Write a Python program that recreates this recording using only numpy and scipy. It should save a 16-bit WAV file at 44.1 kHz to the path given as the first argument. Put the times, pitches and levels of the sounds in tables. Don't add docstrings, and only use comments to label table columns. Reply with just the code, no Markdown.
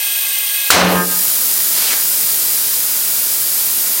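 import sys
import numpy as np
from scipy import signal
from scipy.fft import rfft, irfft
from scipy.io import wavfile

SR = 44100
rng = np.random.default_rng(int(sys.argv[2]) if len(sys.argv) > 2 else 0)


def file_out(sig):
    cols = np.atleast_2d(sig).T
    lim = np.clip(cols, -1, 1)
    pcm = np.round(lim * 32767).astype(np.int16)
    wavfile.write(sys.argv[1], SR, pcm)


N = 176400
T = np.arange(N) / SR
HZ = np.maximum(np.arange(N // 2 + 1) * SR / N, 1)
BURST_S = 0.7036

# (frequency [Hz], relative level [dB])
FILL_HISS = [(40, -27), (150, -24.5), (380, -24), (560, -16.5), (1400, -12.5), (2200, -6.5), (3400, -0.5),
             (5000, -3.5), (7200, -5), (10000, -1), (14000, -0.5), (15800, 1.5)]
# (pitch [Hz], width [Hz], relative level [dB])
FILL_WHISTLES = [(540, 30, -17), (835, 30, -15), (1110, 30, -14), (1640, 35, -3), (2080, 35, -4),
                 (2550, 60, 0), (2870, 50, -6), (3260, 90, -4), (3780, 60, -7), (6070, 90, -9),
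                 (8620, 230, -.5), (11750, 160, -3), (13470, 150, 4), (14030, 50, -1), (15130, 90, -3)]
# (frequency [Hz], level before rise and fade [dB per octave], fade time [s], rise time [s])
BLAST_BANDS = [(35, -24, 0.25, 0.088), (77, 17.5, .36, 0.052), (124, 3, 0.28, 0.032),
               (293, 18, 0.37, 0.056), (556, 23, 0.37, 0.043), (1420, 25.5, 0.3, 0.021),
               (2700, 23.5, 0.33, 0.0032), (5130, 25, 0.27, 0.0017), (11800, 22.5, 0.2, 0.00037)]
# (pitch [Hz], relative level [dB], fade time [s])
ROOM_NOTES = [(79, -2, .46), (280, -1, .63), (355, -1, .6), (447, 4, .62), (533, 2, .58), (549, 4, .56),
              (624, -1, .58), (975, -2, .6)]
# (multiple of the echo rate, relative level [dB], fade time [s])
FLUTTER_NOTES = [(5, -3.5, .64), (6, -5, .6), (7, -3.5, .86), (8, -9, .66), (9, -5, .72), (10, -5.5, .72)]
# (frequency [Hz], relative level [dB])
JET_HISS = [(40, -22), (100, -16), (200, -14), (370, -13.7), (800, -14.5), (1450, -12), (2700, -11.3),
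            (3500, -9.2), (4800, -5.7), (6000, -5.8), (8500, -3.2), (10500, -1), (13000, .8)]
# (time [s], level [dB])
JET_LOUDNESS = [(.72, -1), (1.0, -18), (1.09, -14), (1.3, -8), (1.45, -11), (1.8, -10), (1.92, -14),
                (2.1, -11), (3, -13), (4, -12.5)]
# (delay [s], gain [times the direct sound])
JET_ECHOES = [(.0021, 0.053), (.0047, 0.093), (.0069, 0.073), (.0082, 0.13), (0.0122, .2), (0.0147, 0.081),
              (.0236, 0.15)]
# (pitch [Hz], width [Hz], relative level [dB])
HOSE_WHISTLES = [(4870, 70, -3.5), (5030, 70, -3), (5600, 70, -5), (6855, 35, 1), (7830, 40, -1),
                 (8230, 70, -2), (9540, 30, 4), (9680, 35, 2), (10150, 35, 4), (11650, 50, 2),
                 (13220, 50, 2), (13800, 35, 3), (14205, 40, 5)]
# (time [s], level [dB], ringing pitch [Hz])
BOTTLE_TUMBLE = [(1.72, -29, 5070), (1.78, -17, 4940), (1.84, -16.5, 4863), (1.9, -18, 2643),
                 (1.935, -18, 1893), (1.97, -21.5, 1700), (2.06, -37, 1740)]
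# (frequency [Hz], relative level [dB])
BOTTLE_RUSH = [(60, -18), (250, -9), (600, -5), (2000, -3.5), (5000, 0.5), (9000, -1.5), (15000, -9)]


def from_db(db):
    return 10 ** (np.asarray(db) / 20)


def unit_level(x):
    return x / np.sqrt(np.mean(x ** 2) + 1e-20)


def over_time(rows):
    times, *columns = np.transpose(rows)
    return [np.interp(T, times, column) for column in columns]


def at_hz(rows, hz, column=1):
    rows = np.array(rows)
    return np.interp(np.log(hz), np.log(rows[:, 0]), rows[:, column])


def noise(gains):
    return unit_level(irfft(rfft(rng.standard_normal(N)) * gains, N))


def drift(rate_hz):
    return noise(1 / (1 + (HZ / rate_hz) ** 2))


def swell_and_fade(start_s, rise_s, fade_s):
    age = np.maximum(T - start_s, 0)
    return (1 - np.exp(-age / rise_s)) * np.exp(-np.minimum(np.log(1000) * age / fade_s, 50))


def cut_bass(x, hz):
    return signal.sosfilt(signal.butter(2, hz, "high", fs=SR, output="sos"), x)


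def whistles(rows):
    power = sum(from_db(db) ** 2 / (1 + 2 * ((HZ - hz) / width) ** 2) ** 2 for hz, width, db in rows)
    return noise(np.sqrt(power))


def filling():
    hiss = from_db(-17) * noise(from_db(at_hz(FILL_HISS, HZ)))
    whistling = from_db(-19.5) * whistles(FILL_WHISTLES)
    flicker = from_db(0.2 * drift(120))
    return (hiss + whistling) * flicker * (T < BURST_S)


def shock(pitch_hz=1396):
    swings = -np.sin(2 * np.pi * pitch_hz * (T - BURST_S))
    return from_db(37.5) * swings * swell_and_fade(BURST_S, rise_s=0.00023, fade_s=0.011)


def scattered_blast(delay_s=0.00043):
    blast = np.zeros(N)
    for hz in 30 * 2 ** (np.arange(19) / 2):
        band = noise(1 / np.sqrt(1 + (4 * np.log2(HZ / hz)) ** 8))
        db, fade_s, rise_s = (at_hz(BLAST_BANDS, hz, column) for column in (1, 2, 3))
        gain = np.sqrt(0.5) * from_db(db)
        blast += gain * band * swell_and_fade(BURST_S + delay_s, rise_s, fade_s)
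    return blast


def standing_wave(hz, fade_s):
    blur = 0.27 * hz / 1000 * drift(13)
    tone = np.sin(2 * np.pi * (hz * T + rng.random()) + blur)
    waver = from_db(2.5 * drift(10))
    return waver * tone * swell_and_fade(BURST_S, rise_s=0.06, fade_s=fade_s)


def room_ring(boom_rise_s=0.15):
    swell = 1 - np.exp(-np.maximum(T - BURST_S, 0) / boom_rise_s)
    boom = from_db(23.5) * standing_wave(hz=180.2, fade_s=0.47) * swell
    notes = sum(from_db(db) * standing_wave(hz, fade_s) for hz, db, fade_s in ROOM_NOTES)
    return boom + from_db(-1.5) * notes


def flutter_echo(echo_hz=177.6, beat_hz=6.77):
    notes = sum(from_db(db) * standing_wave(k * echo_hz, fade_s) for k, db, fade_s in FLUTTER_NOTES)
    throb = 2 * np.abs(np.cos(np.pi * beat_hz * (T - BURST_S)))
    return notes * throb


def hose_jet():
    level_db, = over_time(JET_LOUDNESS)
    hiss = noise(from_db(at_hz(JET_HISS, HZ)))
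    hiss *= from_db(0.32 * drift(120) + 0.27 * drift(45))
    echoes = sum(gain * np.roll(hiss, int(delay_s * SR)) for delay_s, gain in JET_ECHOES)
    jet = unit_level(hiss + echoes) + from_db(-13) * whistles(HOSE_WHISTLES)
    return from_db(level_db) * unit_level(jet) * (T > BURST_S)


def tumbling_bottle(ring_width_hz=560, rattle_db=1):
    level_db, pitch_hz = over_time(BOTTLE_TUMBLE)
    ring = np.sqrt(2) * drift(ring_width_hz) * np.cos(2 * np.pi * np.cumsum(pitch_hz) / SR)
    rush = noise(from_db(at_hz(BOTTLE_RUSH, HZ)))
    bottle = unit_level(cut_bass(rush + from_db(-9) * ring, hz=250))
    in_jet = (T > BOTTLE_TUMBLE[0][0]) & (T < BOTTLE_TUMBLE[-1][0])
    return bottle * from_db(level_db + rattle_db * drift(90)) * in_jet


def scene():
    mix = filling() + shock() + scattered_blast() + room_ring() + flutter_echo()
    mix += hose_jet() + tumbling_bottle()
    return np.tile(mix, (2, 1))


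def gain_control(x, limit_db=-12, squeeze=0.91, listen_s=0.0048, lag_s=0.003):
    memory = np.exp(-1 / (listen_s * SR))
    power = signal.lfilter([1 - memory], [1, -memory], x ** 2)
    excess_db = np.maximum(10 * np.log10(power + 1e-12) - limit_db, 0)
    release_db = 346 * T
    held_db = np.maximum.accumulate(excess_db + release_db) - release_db
    return from_db(-squeeze * np.interp(T - lag_s, T, held_db))


def record(dry):
    mic_ceiling = from_db(25)
    mic = cut_bass(mic_ceiling * np.tanh(dry / mic_ceiling), hz=75)
    clipped = np.clip(mic * gain_control(mic[0]), -0.95, 0.95)
    treble_cut = signal.ellip(12, 0.1, 70, 15850, fs=SR, output="sos")
    return signal.sosfilt(treble_cut, clipped)


dry = scene()
out = record(dry)
file_out(out)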